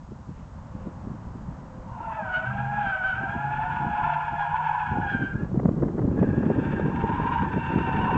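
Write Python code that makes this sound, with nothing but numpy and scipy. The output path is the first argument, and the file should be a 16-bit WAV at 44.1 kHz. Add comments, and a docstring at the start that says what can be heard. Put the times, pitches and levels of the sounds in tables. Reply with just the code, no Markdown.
"""Wind on the microphone comes first, over tyres rolling far off across grass; a jacket rustles close by.
Out on the open track a tyre moans, then a V8 coupe drifts through two bends, side on and then nose on.
Its tyres stick and slip in wavering, rough squeals, with the exhaust droning under the first slide.
Gusts buffet the camera microphone throughout, hardest between the two slides."""
import sys
import numpy as np
from scipy import signal
from scipy.fft import rfft, irfft
from scipy.io import wavfile

SR = 44100
rng = np.random.default_rng(int(sys.argv[2]) if len(sys.argv) > 2 else 0)


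def bounce(signal):
    """Save signal as a 16-bit WAV file at the path given by the first command-line argument."""
    frames = np.transpose(np.atleast_2d(signal))
    limited = np.clip(frames, -1, 1)
    pcm = np.round(limited * 32767).astype(np.int16)
    wavfile.write(sys.argv[1], SR, pcm)


N = 360297

# The breeze at the microphone. Each row: time in seconds, strength in dB.
BREEZE = [(0.0, -41), (0.45, -41.5), (1.2, -32), (1.95, -37.5), (3.1, -40.5), (3.25, -34), (3.95, -34),
          (4.2, -43.5), (4.82, -52), (4.92, -26.5), (5.46, -31.5), (5.52, -42.5), (5.58, -24),
          (6.15, -19.5), (6.6, -17), (6.95, -22), (7.5, -24), (7.62, -23), (8.17, -18.5)]
# Gusts on top of it. Each row: peak time in seconds, half length in seconds, strength in dB.
GUSTS = [(0.118, 0.037, -35), (0.291, 0.024, -33.5), (0.75, 0.011, -28.5), (0.871, 0.028, -27),
         (1.07, 0.025, -30), (1.114, 0.018, -31), (1.355, 0.024, -34), (2.869, 0.024, -32.5),
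         (3.233, 0.03, -29.5), (3.361, 0.031, -29.5), (3.866, 0.05, -29.5), (4.332, 0.028, -33),
         (4.984, 0.033, -23.5), (5.147, 0.028, -22), (5.22, 0.025, -23), (5.354, 0.015, -24),
         (5.431, 0.038, -24), (5.574, 0.062, -18.5), (5.654, 0.014, -16), (5.689, 0.0091, -20),
         (5.83, 0.029, -14.5), (6.05, 0.015, -19.5), (6.076, 0.01, -19.5), (6.215, 0.022, -19),
         (6.288, 0.01, -18), (7.038, 0.02, -21), (7.57, 0.04, -22), (7.758, 0.041, -21)]
# Eddies on the microphone, largest to smallest. Each row: frequency in Hz, relative density in dB.
HEAVE_SPECTRUM = [(15, -8), (35, -1), (70, 1.5), (110, -6)]
RUMBLE_SPECTRUM = [(45, -8), (75, 1), (120, 2), (200, 0), (260, -8.5), (340, -31)]
FLUTTER_SPECTRUM = [(70, -22.5), (140, 1), (220, 0.5), (320, -3), (450, -11), (700, -24.5), (1200, -54)]
SPLUTTER_SPECTRUM = [(200, -5), (400, 5.5), (600, -3), (1000, -11.5), (2000, -26), (3500, -68)]
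# Rolling tyres from across the grass. Each row: frequency in Hz, relative density in dB.
ROLLING_SPECTRUM = [(420, -15.5), (530, -5), (700, -7.5), (960, -3.5), (1200, -9.5), (1650, -17),
                    (2400, -30), (3100, -33.5), (4200, -52)]
# Their rise as the scene opens. Each row: time in seconds, level in dB.
ROLLING_LEVEL = [(0.0, -54.5), (0.906, -49.5), (1.8, -49.5)]
# A jacket near the microphone. Each row: peak time in seconds, half length in seconds, level in dB.
RUSTLES = [(0.38, 0.062, -67.5), (0.83, 0.091, -69)]
# Its brushing cloth. Each row: frequency in Hz, relative density in dB.
CLOTH_SPECTRUM = [(1800, 2), (2700, 2), (3400, -9), (4200, -16)]
# Moans ahead of the first bend. Each row: peak time in seconds, half length in seconds, level in dB.
MOANS = [(0.85, 0.17, -51.5), (1.78, 0.18, -51.5)]
# The leading tyre, one curve a bend. Each row: time in seconds, slip pitch in Hz, load in dB.
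FIRST_LEAD_TYRE = [(1.92, 927, -19.5), (2.07, 909, -8.5), (2.18, 869, -2.5), (2.26, 744, -4),
                   (2.44, 736, 0.5), (2.55, 821.6, -1), (2.68, 819.6, -1.5), (2.81, 838.1, 2),
                   (2.95, 752, 3), (3.13, 759.6, 1), (3.36, 812.6, -1), (3.74, 893, 0.5), (3.85, 839.3, -2),
                   (4.08, 869.7, 3), (4.3, 848.5, -3), (4.47, 820.5, -1), (4.6, 874.4, -1), (4.88, 838, -1),
                   (4.99, 842, -4), (5.1, 815.3, 2), (5.24, 778.5, -4), (5.42, 828, -8), (5.54, 892, -35)]
SECOND_LEAD_TYRE = [(6.14, 895, -16), (6.2, 878, -9), (6.48, 897, -6), (6.68, 907.5, -1), (6.84, 900, -4),
                    (7.16, 931.6, -3.5), (7.39, 954, 0), (7.48, 894, -1), (7.77, 916.6, -0.5),
                    (7.9, 911, 0.5), (8.17, 899, 0)]
# The other driven tyre. Each row: time in seconds, slip pitch in Hz, load in dB against the leading one.
FIRST_LOW_TYRE = [(1.98, 712, 2), (2.1, 652, 3), (2.3, 626.3, 2.5), (2.65, 695.6, -5), (3.03, 636, -3),
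                  (3.6, 728.7, -2), (4.42, 703.5, 0.5), (4.75, 760.5, -0.5), (5.3, 702.5, -2.5)]
SECOND_LOW_TYRE = [(6.2, 827, 3.5), (6.7, 802, -1.5), (7.1, 815, -4), (7.7, 771, -6), (8.17, 754, 2)]
# Wheelspin in each bend. Each row: time in seconds, amount in dB against a steady drift.
FIRST_SPIN = [(1.9, -7), (2.07, -1), (2.5, -8), (2.76, -3.5), (3.0, -9), (3.6, -2), (3.95, 4.5),
              (4.12, 8.5), (4.3, 3), (4.44, 3), (4.56, 9.5), (4.98, 2), (5.5, -40)]
SECOND_SPIN = [(6.2, -27.5), (6.9, -11.5), (7.16, 0.5), (7.39, 3.5), (7.47, -7.5), (7.65, -7.5),
               (8.17, 2.5)]
# Tyre resonances lift any overtone passing through. Each row: frequency in Hz, level in dB at full load.
CARCASS_RESONANCES = [(630, -40.5), (770, -38.5), (845, -28.5), (900, -35), (960, -28.5), (1270, -43),
                      (1400, -38), (1510, -36), (1600, -36.5), (1700, -43.5), (1850, -55.5), (2250, -64.5),
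                      (2700, -58.5), (3500, -78.5)]
# Tearing rubber, heard from two angles. Each row: frequency in Hz, relative density in dB.
RASP_SIDE_ON = [(1150, -11), (1420, 3.5), (1660, 0), (1780, -10.5), (2000, -18.5), (2250, -9.5),
                (2650, -13), (3400, -22.5), (3800, -35.5), (5500, -47)]
RASP_NOSE_ON = [(1150, -4.5), (1420, 2), (1660, 2), (1800, -7.5), (2050, -14.5), (2300, -6), (2500, -11),
                (2800, -13), (3500, -20.5), (3950, -34), (5500, -44)]
# The leading tyre bites. Each row: peak time in seconds, half length in seconds, relative level in dB.
BITES = [(2.358, 0.029, -42), (2.89, 0.049, -49.5), (3.09, 0.063, -47.5), (3.33, 0.024, -57),
         (4.418, 0.04, -51.5), (5.12, 0.043, -49.5), (5.24, 0.052, -54)]
# The distant exhaust. Each row: time in seconds, pitch of the fifth order in Hz, relative level in dB.
EXHAUST_CURVE = [(2.35, 117, -65), (2.5, 124, -24), (2.76, 135, -29.5), (3.0, 119, -59), (3.15, 123, -36.5),
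                 (3.35, 135, -34.5), (4.05, 148, -42.5), (4.6, 154, -41), (4.9, 150, -43)]
# Its orders. Each row: multiple of the four-stroke cycle, relative level in dB side on, then nose on.
EXHAUST_ORDERS = [(3, -13, -7.5), (4, -17, -10), (5, 0.5, 6.5), (6, -16.5, -23.5), (8, -6, -47.5)]


def from_db(db):
    """Decibels to gain."""
    return 10 ** (np.asarray(db) / 20)


def unit_rms(x):
    """Scale to an rms of 1."""
    return x / np.sqrt(np.mean(x ** 2) + 1e-20)


def in_time(rows):
    """Each column of a curve at every sample."""
    times, *columns = np.transpose(rows)
    return [np.interp(np.arange(N) / SR, times, column) for column in columns]


def during(rows, fade_s=0.075):
    """A gain of 1 over the span of a curve, fading outside it."""
    t = np.arange(N) / SR
    return np.clip(1 + np.minimum(t - rows[0][0], rows[-1][0] - t) / fade_s, 0, 1)


def swells(rows):
    """A gain that rises and falls smoothly once for each event."""
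    t = np.arange(N) / SR
    return sum(from_db(db) * np.exp(-np.minimum(((t - peak_s) / half_s) ** 2, 50))
               for peak_s, half_s, db in rows)


def wander(rate_hz):
    """A random curve of rms 1, changing about rate_hz times a second."""
    hz = np.fft.rfftfreq(N, 1 / SR)
    return unit_rms(irfft(rfft(rng.standard_normal(N)) / (1 + (hz / rate_hz) ** 4), N))


def lumps(rate_hz, depth_db):
    """A randomly swelling gain of unit power."""
    return unit_rms(from_db(depth_db * np.clip(wander(rate_hz), -2, 2)))


def coloured(x, spectrum):
    """A sound shaped by a spectrum that falls steeply beyond its ends; rms 1."""
    hz = np.fft.rfftfreq(N, 1 / SR) + 1e-3
    points_hz, db = np.transpose(spectrum)
    skirts = np.minimum(1, np.minimum(hz / points_hz[0], points_hz[-1] / hz)) ** 6
    gain = from_db(np.interp(np.log(hz), np.log(points_hz), db))
    return unit_rms(irfft(rfft(x) * skirts * gain, N))


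def noise(spectrum):
    """Coloured noise of rms 1."""
    return coloured(rng.standard_normal(N), spectrum)


def phase_of(hz):
    """Running phase of a moving frequency."""
    return 2 * np.pi * np.cumsum(hz) / SR


def wind(stiff_db, heave_db, rumble_db, flutter_db, splutter_db):
    """Turbulence hits the microphone in lumps; the harder it blows, the smaller and brighter its eddies."""
    breeze_db, = in_time(BREEZE)
    force = np.hypot(from_db(breeze_db), swells(GUSTS)) / from_db(stiff_db)   # 1 in a stiff wind
    eddies = lumps(46, 4.22)
    heave = from_db(heave_db) * force ** 0.28 * noise(HEAVE_SPECTRUM) * lumps(12, 3.6)
    rumble = from_db(rumble_db) * force ** 0.67 * noise(RUMBLE_SPECTRUM) * lumps(24, 3.1)
    flutter = from_db(flutter_db) * force ** 1.36 * eddies * noise(FLUTTER_SPECTRUM)
    splutter_gain = from_db(splutter_db) * force ** 2 * eddies ** 0.69
    splutter = splutter_gain * noise(SPLUTTER_SPECTRUM) * lumps(80, 8.5)
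    return from_db(stiff_db) * (heave + rumble + flutter + splutter)


def buffets(width_s, spread, level_db, crackle_db):
    """Each gust's core eddy is a pressure dip between two smaller swells; a strong one crackles apart."""
    pressure, t = np.zeros(N), np.arange(N) / SR
    for (peak_s, _, db), size in zip(GUSTS, rng.standard_normal(len(GUSTS))):
        near = np.abs(t - peak_s) < 0.03
        offset = (t[near] - peak_s - 0.003) / (width_s * np.exp(spread * size))
        pressure[near] += from_db(db + level_db) * (offset ** 2 - 1) * np.exp(-offset ** 2 / 2)
    return pressure + from_db(crackle_db) * pressure ** 2 * noise(SPLUTTER_SPECTRUM)


def rolling_tyres():
    """The soft rush of tread on the track, far from the microphone."""
    level_db, = in_time(ROLLING_LEVEL)
    return from_db(level_db) * noise(ROLLING_SPECTRUM)


def jacket():
    """A bystander's jacket brushes past, close by."""
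    return swells(RUSTLES) * noise(CLOTH_SPECTRUM)


def stick_slip(hz, waver, jitter):
    """Phase of tread blocks that grip and let go at an unsteady rate."""
    return phase_of(hz * (1 + waver * wander(21.93) + jitter * wander(193.5)))


def tyre_moan():
    """A tyre moans faintly as it loads up before the slide."""
    return swells(MOANS) * np.sin(stick_slip(hz=518, waver=0.011, jitter=0.028))


def squeal(hz, phase, load_db, spin_db, flicker_db, octave_db=0, third_db=0):
    """Four stick-slip harmonics ring through the tyre's resonances, each with its own flicker."""
    carcass_hz, carcass_db = np.transpose(CARCASS_RESONANCES)
    full_spin_db, light_load_db = -4, -7.5
    excess_db = spin_db - full_spin_db
    # Too little wheelspin starves the fundamental; too much, or a light load, fades the octave.
    octave_loss_db = 0.35 * np.maximum(excess_db, 0) + np.maximum(light_load_db - load_db, 0)
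    lifts_db = [0.75 * np.minimum(excess_db, 0), octave_db - octave_loss_db, third_db, 0]
    tone = np.zeros(N)
    for k, lift_db in enumerate(lifts_db, start=1):
        gain = from_db(load_db + np.interp(k * hz, carcass_hz, carcass_db) + lift_db)
        tone += gain * np.sin(k * phase) * lumps(38, flicker_db)
    return np.sqrt(2) * tone


def scrub(slip_hz, load_db, spin_db, spectrum, chatter_hz, spread, chatter_db, rasp_db, strands_db):
    """Tread patches chatter out of step; others scream in strands of overtones, over tearing rubber."""
    chatter = sum(np.sin(stick_slip(chatter_hz, spread, jitter=0.025)) * lumps(85, 4) for _ in range(3))
    patches = [stick_slip(0.99 * slip_hz, waver=0.03, jitter=0.0147) for _ in range(3)]
    strands = coloured(sum(np.sin(k * phase) for phase in patches for k in range(2, 6)), spectrum)
    grit = (from_db(rasp_db) * noise(spectrum) + from_db(strands_db) * strands) * lumps(32, 2.5)
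    grit_db = -47 + load_db + 0.32 * spin_db
    return from_db(spin_db + chatter_db) * unit_rms(chatter) + from_db(grit_db) * grit


def first_slide():
    """Side on to the microphone: as the pitch sags the octave takes over, and the leading tyre bites."""
    hz, load_db = in_time(FIRST_LEAD_TYRE)
    low_hz, low_db = in_time(FIRST_LOW_TYRE)
    spin_db, = in_time(FIRST_SPIN)
    phase = stick_slip(hz, waver=0.01182, jitter=0.01508)
    lead = squeal(hz, phase, load_db, spin_db, flicker_db=3.5, octave_db=1.5, third_db=0.5)
    bites = shriek(phase, fall_db=16, odd_db=-2, octave_db=17)
    low_phase = stick_slip(low_hz, waver=0.012, jitter=0.018)
    low = squeal(low_hz, low_phase, load_db + low_db, spin_db, flicker_db=4.5, octave_db=-1)
    tread = scrub(hz, load_db, spin_db, RASP_SIDE_ON, chatter_hz=937, spread=0.044,
                  chatter_db=-36.5, rasp_db=5.5, strands_db=-0.5)
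    torn_rubber = from_db(-8) * swells(BITES) * noise(RASP_SIDE_ON[4:])   # only the top of the rasp
    return during(FIRST_LEAD_TYRE) * (lead + bites + low + tread + torn_rubber)


def shriek(phase, fall_db, odd_db, octave_db):
    """A hard bite sharpens each slip: the octave leaps out with high, ragged overtones."""
    ragged = phase + 0.17 * wander(180)
    overtones = sum(from_db(odd_db * (k % 2) - fall_db * max(k - 4, 0) ** 0.5) * np.sin(k * ragged)
                    for k in range(3, 9))
    return swells(BITES) * (overtones + from_db(octave_db) * np.sin(2 * ragged))


def exhaust():
    """Uneven firing in each bank stresses the fifth order; the firing note fades as the nose turns in."""
    hz, db = in_time(EXHAUST_CURVE)
    cycle = phase_of(hz * (1 + 0.005 * wander(20))) / 5
    nose_on, = in_time([(2.8, 0), (4.1, 0.96)])   # 0 is side on, 1 is facing the microphone
    drone = sum(from_db(side_db + nose_on * (nose_db - side_db)) * np.sin(k * cycle) * lumps(12, 3.6)
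                for k, side_db, nose_db in EXHAUST_ORDERS)
    return np.sqrt(2) * from_db(db - 5.5) * drone * during(EXHAUST_CURVE, fade_s=0.44)


def second_slide():
    """Nose on: higher and rougher, turning hollow as the tail swings and the third harmonic stands out."""
    hz, load_db = in_time(SECOND_LEAD_TYRE)
    low_hz, low_db = in_time(SECOND_LOW_TYRE)
    spin_db, = in_time(SECOND_SPIN)
    swing_start_s, swing_length_s = 7.55, 0.052
    swung = np.clip((np.arange(N) / SR - swing_start_s) / swing_length_s, 0, 1)
    phase = stick_slip(hz, waver=0.01536, jitter=0.0176)
    lead = squeal(hz, phase, load_db - 0.6, spin_db, flicker_db=0, third_db=14 * swung)
    low_phase = stick_slip(low_hz, waver=0.01236, jitter=0.018)
    low = squeal(low_hz, low_phase, load_db + low_db - 0.5, spin_db, flicker_db=4.5, octave_db=-2)
    tread = scrub(hz, load_db, spin_db, RASP_NOSE_ON, chatter_hz=952, spread=0.047,
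                  chatter_db=-31, rasp_db=8, strands_db=2.5)
    return during(SECOND_LEAD_TYRE) * (lead + low + tread)


def outdoors(x, echo_db, longest_s, count=10):
    """The direct sound with faint, dull echoes from the ground and the far tree line."""
    dull = signal.sosfilt(signal.butter(2, 2500, fs=SR, output="sos"), x)
    lags = (rng.uniform(0.11, 1, count) * longest_s * SR).astype(int)
    echoes = sum(np.pad(dull, (lag, 0))[:N] for lag in lags) / np.sqrt(count)
    return x + from_db(echo_db) * echoes


def scene():
    """One spot on the grass, in mono: the car far off, the wind and the jacket close at hand."""
    rolling = rolling_tyres()
    squeals = tyre_moan() + first_slide() + second_slide()
    car = rolling + outdoors(squeals, echo_db=-11, longest_s=0.085) + exhaust()
    air = wind(stiff_db=-23.5, heave_db=-19, rumble_db=-9, flutter_db=-9, splutter_db=-20.5)
    thumps = buffets(width_s=0.0013, spread=0.19, level_db=7.5, crackle_db=-5.5)
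    return (car + air + thumps + jacket())[None]


def record(dry):
    """A narrow-band camera microphone flattens the strongest gusts and adds hiss and electronic whine."""
    ceiling, whine_hz, cutoff_hz = 0.36, 6666, 7800
    flattened = dry / (1 + (dry / ceiling) ** 4) ** 0.25
    hiss = from_db(-64) * rng.standard_normal(N)
    whine = from_db(-84) * np.sin(phase_of(np.full(N, whine_hz)))
    return signal.sosfilt(signal.butter(18, cutoff_hz, fs=SR, output="sos"), flattened + hiss + whine)


dry = scene()
out = record(dry)
bounce(out)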